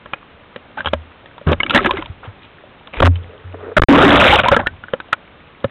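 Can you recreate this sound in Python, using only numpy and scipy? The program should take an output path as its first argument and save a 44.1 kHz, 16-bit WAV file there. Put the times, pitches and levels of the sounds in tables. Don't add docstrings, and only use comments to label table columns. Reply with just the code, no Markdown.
import sys
import numpy as np
from scipy import signal
from scipy.fft import rfft, irfft, next_fast_len
from scipy.io import wavfile

SR = 44100
rng = np.random.default_rng(int(sys.argv[2]) if len(sys.argv) > 2 else 0)


def dump_mix(stems):
    frames = np.atleast_2d(stems).T
    limited = np.clip(frames, -1, 1)
    pcm = np.round(limited * 32767).astype(np.int16)
    wavfile.write(sys.argv[1], SR, pcm)


N = 251370


def amp(db):
    return 10 ** (np.asarray(db) / 20)


def unit(x):
    return x / np.sqrt(np.mean(x ** 2) + 1e-20)


def clock(seconds):
    return np.arange(int(seconds * SR)) / SR


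def add(track, start, sound):
    part = track[max(round(start * SR), 0):][:len(sound)]
    part += sound[:len(part)]


def filtered(x, response):
    size = next_fast_len(len(x) + 8192)
    return irfft(rfft(x, size) * response(np.fft.rfftfreq(size, 1 / SR)), size)[:len(x)]


def coloured(x, points):
    points_hz, db = np.transpose(points)
    return unit(filtered(x, lambda hz: amp(np.interp(np.log(hz + 1), np.log(points_hz), db))))


def ring(t, hz, t60, attack, rise=0):
    phase = 2 * np.pi * hz * t * (1 + rise * np.minimum(t / t60, 1) / 2)
    return np.sin(phase) * amp(-60 * t / t60) * (1 - np.exp(-t / attack))


def swarm(rate, low_hz, high_hz, cycles, spread_db):
    pitch, strength, polarity, onset = np.hsplit(rng.random((int(rate * N / SR), 4)), 4)
    hz = low_hz * (high_hz / low_hz) ** pitch
    size = amp(spread_db * np.minimum(-np.log(1 - strength), 3)) * np.sign(polarity - .5)
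    t = clock(min(cycles / low_hz, 80 / rate))
    grains = size * ring(t, hz, t60=cycles / hz, attack=0.16 / hz, rise=0.27)
    samples = (onset * N).astype(int) + np.arange(len(t))
    return unit(np.bincount(samples.ravel(), grains.ravel(), N)[:N])


def swell(full_at, rise, hold, t60):
    t = np.arange(N) / SR - full_at
    return amp(-60 * (np.maximum(-t, 0) / rise + np.maximum(t - hold, 0) / t60))


def calm():
    # frequency in Hz, relative spectral density in dB.
    hiss_colour = [(71, -20.5), (120, -5.5), (279, -7), (401, -8.5), (584, -7.5), (639, -10.5),
                   (1050, -11.5), (1240, -10.5), (1810, -14.5), (2560, -15.5), (3780, -20.5), (4400, -16.5),
                   (5720, -66), (9680, -120)]
    specks = swarm(rate=34, low_hz=537, high_hz=3520, cycles=19, spread_db=4)
    hiss = coloured(rng.standard_normal(N), hiss_colour)
    return amp(-45) * (hiss + amp(-9.5) * specks)


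def sway(stir):
    # frequency in Hz, relative spectral density in dB.
    sway_colour = [(20, -5), (50, -5), (88, -4), (130, -12), (300, -28), (1000, -73)]
    rest_db, heave_db, lag_s = -48.5, -10.5, 0.075
    pole = np.exp(-1 / (lag_s * SR))
    heave = signal.lfilter([1 - pole], [1, -pole], stir)
    return (amp(rest_db) + amp(heave_db) * heave) * coloured(rng.standard_normal(N), sway_colour)


def plops():
    # start in seconds, level in dB, bubble pitch in Hz,
    # relative tick level in dB, relative housing level in dB.
    drops = [(0.059, -25, 580, -35, -2), (0.135, -9, 2410, -30, -2), (0.561, -21, 492, -2, 0),
             (0.806, -14, 1540, -16, -3), (0.847, -18, 840, -12, -3), (0.859, -6.5, 3110, -22, -3),
             (0.872, -15, 1450, -6, 4), (0.884, -16, 3220, -8, -12), (0.934, 0, 593, -8, -6.5),
             (1.259, -29.5, 1780, -4.5, -4), (1.381, -31, 950, -6, 2), (1.414, -22.5, 550, -28, -9),
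             (1.471, -4, 410, -22, -5), (1.518, -2, 522, -9.5, -15), (1.53, -7.5, 553, -1, -2.5),
             (1.603, 2, 2133, -30, -12), (1.633, -3.5, 2890, -26, -7), (1.664, -10.5, 2230, -17, -8),
             (1.697, -6.5, 2610, -6, -9), (1.707, -3.5, 1360, -1.5, -9.5), (1.747, 5.5, 1788, -4.5, 1),
             (1.759, 10.5, 1663, -17, -6), (1.776, 2, 1910, -6.5, -7.5), (1.847, -5.5, 1693, -17, -3.5),
             (1.86, -1.5, 1622, -27, -0.5), (1.909, -1.5, 1030, -2, -9), (1.971, -18, 2050, -5, 0),
             (2.024, -15.5, 1006, -8, -10), (2.059, -23, 935, -2, -16), (2.873, -33, 1690, 3, 0),
             (3.003, -2.5, 494, -9, -2.5), (3.026, -4, 567, -22, 9), (3.157, -24, 2990, -4, -13),
             (3.816, 6.5, 1130, -13.5, 1.5), (3.835, -5, 1300, -7.5, 3), (4.213, 0, 1390, -10, -2),
             (4.339, 2, 937, -1.5, -6), (4.484, 8, 1003, -10, -11), (4.517, 1, 535, -25, -7),
             (4.545, -2, 1360, -12, -10), (4.565, 1, 456, -13, 2), (4.67, -0.5, 1738, -8, -6),
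             (4.838, -18, 1420, -30, -8.5), (4.884, -22.5, 1470, -29, -7), (4.936, -2, 514, -28, -5),
             (5.002, -16.5, 1485, -7, -5), (5.129, 4, 1400, -5, -7), (5.644, -3, 534, -18, -7)]
    # frequency in Hz, relative level in dB, t60 in seconds.
    housing_modes = [(245, -15, 0.086), (570, -7.5, 0.044), (929, -1.5, 0.008), (1091, -5.5, 0.017),
                     (1319, 1.5, 0.013), (1603, -4, 0.019), (2310, -15, 0.028), (2766, -9, 0.011),
                     (2930, -1, 0.0077)]
    out, t = np.zeros(N), clock(0.092)
    tick_band = signal.butter(2, [2100, 4400], "band", fs=SR, output="sos")
    for start, db, hz, tick_db, housing_db in drops:
        khz = hz / 1000
        bubble = amp(-1.5) * ring(t, hz, t60=0.032 * khz ** -0.2, attack=0.00095, rise=0.096)
        modes = np.zeros(len(t))
        for mode_hz, mode_db, t60 in housing_modes:
            octaves_apart = abs(np.log2(mode_hz / hz))
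            gain = amp(mode_db + rng.normal(0, 3) - 4.3 * octaves_apart)
            modes += gain * ring(t, mode_hz, t60, attack=0.00014)
        contact = amp(-21.5) * rng.standard_normal(len(t)) * amp(-60 * t / 0.033)
        contact[0] = 1
        housing = signal.fftconvolve(contact, modes)[:len(t)]
        housing /= np.abs(housing).max()
        splat = unit(signal.sosfilt(tick_band, rng.standard_normal(len(t))))
        tick = splat * amp(-60 * t / 0.015) * (1 - np.exp(-t / 0.0004))
        thud_db = -18.5 - 2 * np.log2(khz)
        thud = amp(thud_db) * ring(t, rng.uniform(260, 400), t60=0.028, attack=0.00087)
        plop = bubble + amp(housing_db + 5) * housing + amp(tick_db + 3) * tick + thud
        add(out, start, amp(db) * plop)
        add(out, start - rng.uniform(0.003, 0.0035), amp(db - 22) * housing)
    return out


def churn():
    # time of full strength, rise, hold and t60, all in
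    # seconds, bubble level in dB, then gulp and spray levels in dB relative to the bubbles.
    slosh_events = [(0.773, .01, 0.034, .09, -27, -13, -11), (1.471, .02, .06, 0.06, -19.5, 5, -13),
                    (1.73, .45, .26, .33, -30.5, 3.5, -8.5), (1.749, .11, 0.026, .14, -14, -4, -2),
                    (1.862, 0.1, .003, .06, -17, 2, 1), (2.235, .04, 0.011, 0.29, -34, -11, -10),
                    (2.423, .05, .03, 0.091, -53.5, -12, 9.5), (2.938, .03, 0.078, .05, -30.5, -5, -2.5),
                    (3.015, .025, .06, .03, -9.5, -3, -13), (3.768, .005, .02, .06, -4.5, -6.5, -8),
                    (3.885, .008, 0.473, .14, -9.3, 3.5, -10.3), (4.389, .02, 0.013, .07, -11, -10, -6),
                    (4.436, .01, .004, .33, -13, -13, -8), (4.518, .012, .005, .12, -5.5, -17, -11),
                    (4.592, .018, 0.0025, .14, -14, -7, -17)]
    breakup_db_per_s, fizz_db_per_s = 42, 14
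    t, power = np.arange(N) / SR, np.zeros((3, N))
    for full_at, rise, hold, t60, db, gulp_db, spray_db in slosh_events:
        age = np.maximum(t - full_at, 0)
        bubble = amp(db) * swell(full_at, rise, hold, t60)
        gulp = bubble * amp(gulp_db - breakup_db_per_s * age)
        spray = bubble * amp(spray_db + fizz_db_per_s * np.minimum(age, hold))
        power += np.square([gulp, bubble, spray])
    return np.sqrt(power)


def sloshes(gulp_gain, bubble_gain, spray_gain):
    # frequency in Hz, relative gain in dB.
    transmission = [(300, 0), (430, 1), (540, 3.5), (700, 2), (900, 2), (1400, 7.5), (1750, 5.5),
                    (2200, -6.5), (3200, -27), (4200, -23)]
    gulps = swarm(rate=260, low_hz=185, high_hz=560, cycles=8.8, spread_db=2)
    wash = amp(-6.5) * rng.standard_normal(N)
    bubbles = swarm(rate=800, low_hz=490, high_hz=2009, cycles=22.5, spread_db=3)
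    froth = coloured(bubbles + wash, transmission)
    spray = swarm(rate=1100, low_hz=1864, high_hz=3910, cycles=16, spread_db=6)
    water = amp(-1.5) * gulp_gain * gulps + amp(-2.5) * bubble_gain * froth + amp(-1) * spray_gain * spray
    return water * (1 + 1.31 * bubble_gain)


def air_pockets():
    # start in seconds, level in dB, pitch in Hz, t60 in seconds.
    pockets = [(0.774, -13, 840, .04), (0.783, -14.5, 1505, .055), (1.469, 3, 150.6, 0.1),
               (1.65, -17, 317, .06), (1.757, -3.5, 327, 0.078), (1.791, -6, 1260, .05),
               (1.81, -12.5, 385, 0.098), (1.87, -7, 350, .085), (1.893, -5.5, 987, 0.037),
               (1.937, -11, 384, .075), (1.979, -19, 2000, .04), (1.985, -11, 311, 0.062),
               (3.888, 6, 278.4, 0.32), (3.931, 0, 160, .16), (3.978, 4, 500, .07), (3.988, -2, 150, .092),
               (4.032, 4, 385, 0.13), (4.055, 3, 282, .2), (4.131, -1, 276.2, 0.16), (4.328, 6, 820, .08),
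               (4.386, -3, 2400, .025), (4.459, 0, 921, 0.038), (4.524, 6, 535, .045),
               (4.662, -11.5, 1410, 0.078), (5.643, -1.5, 216, 0.028)]
    out, t = np.zeros(N), clock(.8)
    attack_cycles = 1.4
    for start, db, hz, t60 in pockets:
        throb = ring(t, hz, t60, attack=attack_cycles / hz, rise=0.16 * np.sqrt(hz / 1000))
        add(out, start, amp(db) * throb)
    return out


def mount_booms():
    # start in seconds, level in dB, pitch in Hz, t60 in seconds.
    jolts = [(0.859, -17, 78.4, 0.33), (0.938, -16.5, 78.7, 0.35), (1.467, -1, 82.6, 0.26),
             (2.099, -8, 81.5, 0.06), (2.275, -16.5, 98, 0.11), (2.972, -11, 47.5, 0.21),
             (3.035, 10, 86.8, 0.33), (3.445, -24, 90.7, 0.99), (4.512, 2, 98.5, 0.062),
             (5.645, -5, 114.5, 0.061)]
    out, t = np.zeros(N), clock(.8)
    for start, db, hz, t60 in jolts:
        add(out, start, amp(db) * ring(t, hz, t60, attack=0.004))
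    return out


def surges():
    # start and end in seconds, peak pressure in full scales.
    swings = [(3.009, 3.021, 6), (3.784, 3.796, 14), (3.798, 3.820, -18), (3.824, 3.836, -10),
              (3.838, 3.886, 45)]
    out = np.zeros(N)
    for start, end, pressure in swings:
        add(out, start, pressure * np.sin(np.pi * clock(end - start) / (end - start)))
    return out


def rub():
    # time of full strength, rise, hold and t60, all in seconds, level in dB.
    strokes = [(3.3, 0.76, .02, 0.87, -41), (3.544, 0.041, .003, 0.059, -25),
               (3.603, 0.088, 0.12, 0.067, -31)]
    # frequency in Hz, relative gain in dB.
    rub_colour = [(120, -58), (200, -27), (210, -35), (254, -11), (302, -17), (441, 1.5), (746, -15.5),
                  (946, -17), (1230, -10), (1980, -15.5), (2480, -34), (3000, -33), (4000, -48),
                  (5200, -80), (8800, -120)]
    slips = swarm(rate=870, low_hz=366, high_hz=2170, cycles=1, spread_db=0.5)
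    envelope = sum(amp(db) * swell(full_at, rise, hold, t60) for full_at, rise, hold, t60, db in strokes)
    return envelope * coloured(slips, rub_colour)


def scene():
    gulp_gain, bubble_gain, spray_gain = churn()
    water = plops() + sloshes(gulp_gain, bubble_gain, spray_gain) + sway(gulp_gain + bubble_gain)
    return (water + air_pockets() + mount_booms() + surges() + rub() + calm())[None]


def clip(x, top, order):
    return x / (1 + np.abs(x / top) ** order) ** (1 / order)


def record(dry):
    drain_hz, voice_band_hz, top_hz = 90, 3800, 16300
    capsule = clip(dry[0], top=0.65, order=6)
    coupled = filtered(capsule, lambda hz: 1j * hz / (drain_hz + 1j * hz))
    narrow = filtered(coupled, lambda hz: 1 / np.sqrt(1 + (hz / voice_band_hz) ** 44))
    clipped = clip(narrow, top=.71, order=24)
    return filtered(clipped, lambda hz: hz < top_hz)[None]


dry = scene()
out = record(dry)
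dump_mix(out)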